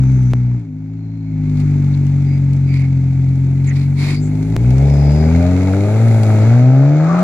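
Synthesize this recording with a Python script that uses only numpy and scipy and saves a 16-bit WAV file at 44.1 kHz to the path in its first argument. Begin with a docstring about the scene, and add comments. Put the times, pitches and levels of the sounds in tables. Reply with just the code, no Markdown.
"""A saloon with a sports exhaust creeps down a concrete driveway, its engine slowing. Firings boom
through the resonant pipe, puffs of turbulent gas rasp and hiss between them, thin whistles come and go,
grit ticks under the tyres, and a dry click sounds. From 1.5 s the low underside scrapes on the dip,
hardest near 4 s. Then the throttle opens, a second click sounds, and the car accelerates away up the
road with a sharpening growl. Two small microphone ports stay behind and hear it in stereo."""
import sys
import numpy as np
from scipy import signal
from scipy.fft import rfft, irfft
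from scipy.io import wavfile

SR = 44100
rng = np.random.default_rng(int(sys.argv[2]) if len(sys.argv) > 2 else 0)


def materialize(psi):
    """Save the field psi as 16-bit PCM at rate SR to the path in sys.argv[1].

    A 1-D psi becomes a single channel; in a 2-D psi each row is a channel.
    """
    bounded = np.clip(np.atleast_2d(psi).T, -1, 1)
    quanta = np.round(bounded * 32767).astype(np.int16)
    wavfile.write(sys.argv[1], SR, quanta)


N = 318843
TIME, FREQS = np.arange(N) / SR, np.fft.rfftfreq(N, 1 / SR)


# pipe response for the boom: (frequency [Hz], gain [dB])
BOOM_RESPONSE = [(44.0, -46.5), (54.0, -32), (62.0, -22.5), (72.0, -20.2), (86.0, -19), (104.0, -15),
                 (122.0, -2.1), (137.0, -1.5), (160.0, -7), (180.0, -11), (212.0, -13), (240.0, -4.5),
                 (267.0, -4.5), (295.0, -7.5), (330.0, -22.5), (380.0, -15.5), (550.0, -19.5)]
# harmonics 1 to 3 before the pipe: (level [dB], load slope [dB/dB], gain at full flow [dB])
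BOOM_LAWS = [(0, 1.45, 1.48), (-7, 0.82, -3), (-13, 0.8055, -2.5)]

def boom(hz, turns, shake=0.055, shake_hz=24, half_db=-15, ring_hz=128, ring_width_hz=16):
    """Forced vibration: firings of unequal strength drive the pipe at their lowest harmonics."""
    levels = [driven(law) + heated(BOOM_RESPONSE, k * hz) for k, law in enumerate(BOOM_LAWS, 1)]
    tones = sum(amp(db) * np.cos(2 * np.pi * k * turns - pipe_lag(k * hz))
                for k, db in enumerate(levels, 1))
    # unequal cylinder banks add a half harmonic that swells near the main resonance
    detuning = (1.4 * hz - ring_hz) / (ring_width_hz / 2)
    banks = amp(levels[0] + half_db) / np.hypot(1, detuning) * np.cos(3 * np.pi * turns)
    return np.sqrt(2) * (tones + banks) * (1 + shake * wander(shake_hz))


# pipe response for the growl: (frequency [Hz], gain [dB])
GROWL_RESPONSE = [(175, 2), (215, -10.5), (250, 5), (270, 1), (295, -3.5), (330, -27), (385, -7.5),
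                  (450, -15), (520, -19), (610, -14.5), (680, -25.5), (760, -26.5), (1000, -69.5),
                  (1200, -38), (1800, -52)]
# half harmonics from unequal cylinder banks: (firing rate [Hz], gain [dB])
BANK_IMBALANCE = [(45, -21), (70, -13), (90, -13), (110, -9), (160, 1.5)]
# emphasis from the shape of a firing pulse: (harmonic [number], gain [dB])
PULSE_SPECTRUM = [(4, 0), (5, 2.5), (6, 0.5), (7, -1.5)]
GROWL_LAW = (-26, 0.5538, -2.5, 8)  # terms as in driven()

def growl(hz, turns, knee_hz=300, cutoff_hz=1900, sharpen_s=0.78, jitter_turns=0.0088, shake=0.012):
    """Source and filter: upper harmonics sweep the pipe's passbands; sharper pulses are brighter."""
    drive_db, imbalance_db = driven(GROWL_LAW), read(BANK_IMBALANCE, hz)
    db_per_octave = -32 + 40 * throttle(sharpen_s)
    turns = turns + jitter_turns * wander(33)  # uneven timing smears the high harmonics most
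    out = np.zeros(N)
    for harmonic in np.arange(3.5, 15, 0.5):
        f = harmonic * hz
        octaves = np.log2(np.maximum(f / knee_hz, 1))
        db = drive_db + np.interp(harmonic, *np.transpose(PULSE_SPECTRUM)) + db_per_octave * octaves
        db += heated(GROWL_RESPONSE, f) + (imbalance_db if harmonic % 1 else 0)
        db += (0.84 + 1.5 * np.minimum(octaves, 1)) * wander(3.6)  # each harmonic wavers
        gain = amp(db) / (1 + (f / cutoff_hz) ** 8)
        out += gain * np.cos(2 * np.pi * harmonic * turns - pipe_lag(f))
    return amp(-2.5) * np.sqrt(2) * out * (1 + shake * wander(33))


# exhaust resonances: (frequency [Hz], bandwidth [Hz])
PIPE_RESONANCES = [(135, 22), (160, 68), (240, 17), (267, 36), (385, 150), (610, 52), (760, 47)]

def pipe_lag(hz):
    """Phase lag of resonators: each adds half a cycle as the frequency passes through it."""
    return sum(np.arctan2(hz * width, f ** 2 - hz ** 2) for f, width in PIPE_RESONANCES)


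def heated(response, hz, rise=0.069, heating_s=5.44):
    """Sound travels faster in hot gas: the pipe's response, in dB, shifts upward under throttle."""
    return read(response, hz / (1 + rise * throttle(heating_s)))


# engine speed: (time [s], firing rate [Hz])
ENGINE_SPEED = [(0.0, 64.7), (0.1, 65.2), (0.27, 62.3), (0.55, 60.9), (0.7, 51.1), (0.92, 54.2),
                (1.14, 55.1), (1.39, 51.6), (1.81, 47.7), (2.63, 45.5), (3.0, 44.4), (3.4, 44.6),
                (3.99, 47.0), (4.5, 53.6), (4.83, 70.0), (5.08, 72.3), (5.45, 88.5), (5.72, 95.2),
                (6.05, 114.4), (6.26, 107.7), (6.41, 106.8), (6.53, 119.9), (6.78, 134.9), (7.02, 157.5),
                (7.23, 185.4)]

def firing_rate():
    """Periodic excitation: the rate of firings, in Hz, is the exhaust's fundamental."""
    return curve(ENGINE_SPEED)


def throttle(rise_s, opens_s=4.05):
    """Ramp response: the throttle opens once and its effect builds from 0 to 1."""
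    return np.clip((TIME - opens_s) / rise_s, 0, 1)


# engine load, as the strength of the firings at the listener: (time [s], level [dB])
ENGINE_LOAD = [(0.0, 0), (0.3, -2.5), (0.57, -7), (0.65, -14), (0.76, -10), (1.17, -9.5), (1.4, 0.5),
               (1.62, 4.5), (2.0, 3.5), (3.1, 2.5), (4.0, 2), (4.5, 2), (4.78, 2.5), (5.35, 4), (5.8, 0.5),
               (6.05, -0.5), (6.4, 3), (6.6, -4), (6.95, -5.5), (7.22, -2.5)]

def driven(law, lag_s=1 / SR, flow_builds_s=0.75, reference_hz=60):
    """Scaling law for a layer's level in dB, with the terms
    (level [dB], load slope [dB/dB], gain at full flow [dB], optional speed slope [dB/octave])."""
    load, pole = curve(ENGINE_LOAD), np.exp(-1 / (lag_s * SR))
    lagged_load = load[0] + signal.lfilter([1 - pole], [1, -pole], load - load[0])
    controls = (1, lagged_load, throttle(flow_builds_s), np.log2(firing_rate() / reference_hz))
    return sum(db * control for db, control in zip(law, controls))


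# gas noise: (frequency [Hz], relative density [dB])
GAS_SPECTRUM = [(300, -5.5), (480, 2), (850, 1.5), (1050, -11.5), (1400, -9), (1800, -12), (2200, -3),
                (2550, -13), (3000, -22.5), (3600, -18.5), (4200, -18), (5300, -23), (6200, -19.5),
                (7300, -21.5), (8700, -43.5), (10200, -36.5), (12000, -46.5), (15500, -47)]
# low rumble of the gas: (frequency [Hz], relative density [dB])
RUMBLE_SPECTRUM = [(20, -25.5), (60, -14.5), (135, 4.5), (205, -13), (265, 1), (300, 1), (335, -10.5),
                   (385, -0.5), (415, -11.5), (480, -22), (800, -36), (2000, -86)]
# top treble of the gas: (time [s], level [dB])
FIZZ_LEVEL = [(0, -69), (.25, -66), (.7, -82), (1.2, -90), (1.55, -63.5), (3, -67.5), (4.4, -59),
              (5.5, -55), (6.3, -49), (6.9, -70), (7.2, -58.5)]
RASP_LAW, BLARE_LAW = (-47.5, 0.76, 9.5, 6), (-50.5, 1.05, 0.2, 11.5)  # terms as in driven()
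HISS_LAW, RUMBLE_LAW = (-51, 1.0243, 3, 7.5), (-36.5, 0.99, 1, 8.5)

def gas(turns, pulling_hz=70, lag_s=0.069):
    """Turbulence at the tailpipes: broadband noise, strongly pulsed low down, steadier in the treble."""
    rasp, blare, hiss, rumble = (driven(law, lag_s) for law in (RASP_LAW, BLARE_LAW, HISS_LAW, RUMBLE_LAW))
    rumble += 8.2 * swell(3.876, 0.93, edge=0.31)  # as the car leaves the dip
    shape = spectrum(GAS_SPECTRUM)
    pull = np.clip(firing_rate() / pulling_hz, 0, 1) ** 2  # puffs harden as the engine pulls
    out = amp(rasp) * puffs(turns, shape * band(290, 980), depth=0.58 * pull, spread_db=-2)
    out += amp(blare) * puffs(turns, shape * band(977, 1800), depth=0.67 * pull, spread_db=7.5)
    out += amp(hiss) * puffs(turns, shape * band(1800, 10000), depth=0.29, spread_db=8)
    out += amp(curve(FIZZ_LEVEL)) * puffs(turns, shape * band(8500, 16000), depth=0.15, spread_db=2.5)
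    return out + amp(rumble) * puffs(turns, spectrum(RUMBLE_SPECTRUM), depth=5, spread_db=1.5)


def puffs(turns, gain, depth, spread_db, crest_turns=0.48):
    """Amplitude modulation: noise surges once a firing, each puff with its own strength."""
    firing = np.floor(turns - crest_turns + 1.5).astype(int)
    strength = amp(spread_db * np.clip(rng.standard_normal(N), -2, 2))[firing]
    surge = 1 + depth * strength * np.cos(np.pi * (turns - crest_turns)) ** 8
    return unit(colour(rng.standard_normal(N) * surge, gain))


# underside on concrete: (time [s], duration [s], base level [dB], roughness [dB])
SCRAPE_CONTACTS = [(1.55, 0.091, -46, 6.5), (2.636, 0.28, -47, 6.5), (3.638, 0.061, -48, -5),
                   (3.684, 0.22, -44, -2.5), (3.933, 0.28, -30.5, 1)]
# friction noise: (frequency [Hz], relative density [dB])
SCRAPE_SPECTRUM = [(200, -2.5), (600, -4), (900, -2), (1100, -4), (1700, -7), (2200, 7.5), (2900, -13.5),
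                   (4300, -3.5), (6000, -14), (7500, -13.5), (9200, -23.5), (10500, -17), (13000, -31.5),
                   (15500, -40.5)]

def scrapes(catch_hz=65):
    """Sliding friction: plastic and metal drag over rough concrete in uneven catches."""
    catches = wander(catch_hz)
    force = sum(amp(db + roughness * (catches - 0.5)) * swell(start, length, edge=0.42)
                for start, length, db, roughness in SCRAPE_CONTACTS)
    return force * unit(colour(rng.standard_normal(N), spectrum(SCRAPE_SPECTRUM)))


# the car's whistles: (time [s], duration [s], start pitch [Hz], end pitch [Hz], width [Hz], level [dB])
WHISTLE_GLIDES = [(-.1, 0.55, 6400, 5950, 613, -56.5), (0.852, 0.72, 4190, 4150, 200, -69.5),
                  (1.125, .65, 2200, 2160, 214, -58.5), (1.933, .025, 4090, 3860, 890, -47.5),
                  (2.223, .2, 4750, 4900, 201, -58), (2.25, .15, 2170, 2225, 352, -47.5),
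                  (2.628, 0.23, 4800, 4610, 216, -56), (2.639, .27, 2265, 2160, 352, -41),
                  (3.661, .05, 7400, 6240, 800, -43), (3.666, 0.071, 2150, 1970, 442, -35),
                  (4.115, 0.11, 4600, 4850, 420, -45), (4.194, .11, 7000, 7200, 1090, -48.5),
                  (4.813, 0.57, 5150, 4760, 380, -47), (5.532, 0.97, 3870, 3780, 348, -59),
                  (6.998, 0.35, 1135, 1269, 258, -26)]

def whistles():
    """Narrowband noise: random modulation makes each gliding tone breathy."""
    out = np.zeros(N)
    for start, length, start_hz, end_hz, width, db in WHISTLE_GLIDES:
        hz = np.interp(TIME, [start, start + length], [start_hz, end_hz])
        phase = 2 * np.pi * np.cumsum(hz) / SR
        tone = wander(width / 2) * np.cos(phase) + wander(width / 2) * np.sin(phase)
        out += amp(db) * swell(start, length, edge=0.34) * tone
    return out


# loudest snaps of grit: (time [s], relative level [dB])
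GRIT_SNAPS = [(.12, -41), (.312, -41.5), (1.6007, -39.5), (2.0677, -39.5), (2.533, -36.5), (4.4278, -35.5),
              (4.706, -33), (4.782, -32.5), (6.1449, -33), (6.2335, -26)]

def grit(decay_s=0.0037, crumbs_per_s=14):
    """Impulsive excitation: stones and smaller crumbs snap under the tyres in decaying noise bursts."""
    crumb_gain = amp(driven(HISS_LAW) - 2)
    hits = (rng.random(N) < crumbs_per_s / SR) * crumb_gain * np.minimum(rng.exponential(1, N), 2)
    for start, db in GRIT_SNAPS:
        hits[round(start * SR)] += amp(db - 5)
    envelope = signal.lfilter([1], [1, -np.exp(-1 / (decay_s * SR))], hits)
    return 2 * colour(envelope * rng.standard_normal(N), band(1800, 7000, order=3))


# dry clicks: (time [s], relative level [dB], rise [s], decay [s])
DRY_CLICKS = [(0.3353, -5, 0.000057, 0.0012), (4.5653, -6, 0.0000052, 0.0013)]

def clicks():
    """Exponential decay: two sharp, dry clicks, like cuts in the sound, die away without ringing."""
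    out = np.zeros(N)
    for start, db, rise, decay in DRY_CLICKS:
        age = np.maximum(TIME - start, 0)
        out += amp(db) * (1 - np.exp(-age / rise)) * np.exp(-age / decay)
    return out


def dips(length_s=0.03):
    """Gain modulation: the level sinks briefly around each click."""
    windows = sum(swell(time - length_s / 2, length_s, edge=0.91) for time, *_ in DRY_CLICKS)
    return amp(-7.5 * windows)


# level difference of the ports: (frequency [Hz], left minus right [dB])
PORT_BALANCE = [(100, 0.04), (260, 0.5), (600, 4.5), (1100, 4), (1500, 2), (2000, -4.5), (2500, -8.5),
                (3100, 4), (4200, 9.5), (7000, 13), (8800, 7.5), (10000, -8.5), (12000, 2)]
# likeness of the ports: (frequency [Hz], coherence [0-1])
PORT_COHERENCE = [(300, 0.85), (850, 1), (1200, 0.67), (2300, 0.75), (3300, 0.46), (5000, .6), (8000, .35),
                  (15000, .3)]
# phase difference of the ports: (frequency [Hz], lead of the left [rad])
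PORT_PHASE = [(50, .04), (260, 0.28), (500, 0.33), (900, .15), (2000, .15), (2700, 2.5), (3500, 1),
              (4800, 4.8), (6000, 4.5)]

def ports(sound, independent_noise):
    """Partial coherence: two ports hear the bass alike and the treble each in its own way."""
    coherence, left_gain = np.clip(read(PORT_COHERENCE, FREQS), 0, 1), amp(read(PORT_BALANCE, FREQS) / 2)
    shared = coherence * np.exp(-1j * read(PORT_PHASE, FREQS)) / left_gain
    own = np.sqrt(1 - coherence ** 2) / left_gain
    centre = np.hypot(abs(left_gain + shared), own) / 2
    left = colour(sound, left_gain / centre)
    right = colour(sound, shared / centre) + colour(independent_noise, own / centre)
    return np.array([left, right])


def amp(db):
    """Amplitude ratio from decibels."""
    return 10 ** (np.asarray(db) / 20)


def unit(x):
    """Normalisation to rms 1."""
    return x / np.sqrt(np.mean(x ** 2) + 1e-20)


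def curve(table):
    """Linear interpolation over time."""
    return np.interp(TIME, *np.transpose(table))


def read(table, hz):
    """Interpolation over log frequency."""
    f, value = np.transpose(table)
    return np.interp(np.log(hz + 1), np.log(np.sort(f) + 1), value)


def spectrum(table):
    """Magnitude response from a table in dB."""
    return amp(read(table, FREQS))


def colour(x, gain):
    """Linear filtering by a gain per frequency."""
    return irfft(rfft(x) * gain, N)


def band(low_hz, high_hz, order=8):
    """Magnitude response of a band-pass."""
    return 1 / np.sqrt((1 + (low_hz / (FREQS + 1)) ** (2 * order)) * (1 + (FREQS / high_hz) ** (2 * order)))


def wander(rate_hz):
    """Low-pass noise: a smooth random fluctuation of rms 1."""
    pole = np.exp(-2 * np.pi * rate_hz / SR)
    return unit(signal.lfilter([1], [1, -2 * pole, pole ** 2], rng.standard_normal(N)))


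def swell(start, length, edge):
    """Raised-cosine window that fades in and out over a share of its length."""
    progress = (TIME - start) / length
    return np.sin(np.pi / 2 * np.clip(np.minimum(progress, 1 - progress) / edge, 0, 1)) ** 2


def scene():
    """Superposition: all sources add, and the crankshaft times every exhaust layer."""
    hz = firing_rate()
    turns = np.cumsum(hz) / SR  # one turn of phase per firing
    noise, independent_noise = (gas(turns) + scrapes() + grit() + whistles() for _ in range(2))
    tones = (boom(hz, turns) + growl(hz, turns)) * dips()
    return ports(tones + noise, independent_noise) + clicks() * amp([[0.8], [-0.8]])


def record(dry, ceiling=0.99, cutoff_hz=15850):
    """Soft saturation rounds the loudest crests; a low-pass then limits the bandwidth."""
    rounded = dry / (1 + (dry / ceiling) ** 20) ** (1 / 20)
    low_pass = signal.firwin(511, cutoff_hz, window=("kaiser", 9), fs=SR)
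    return signal.oaconvolve(rounded, low_pass[None], "same")


dry = scene()
out = record(dry)
materialize(out)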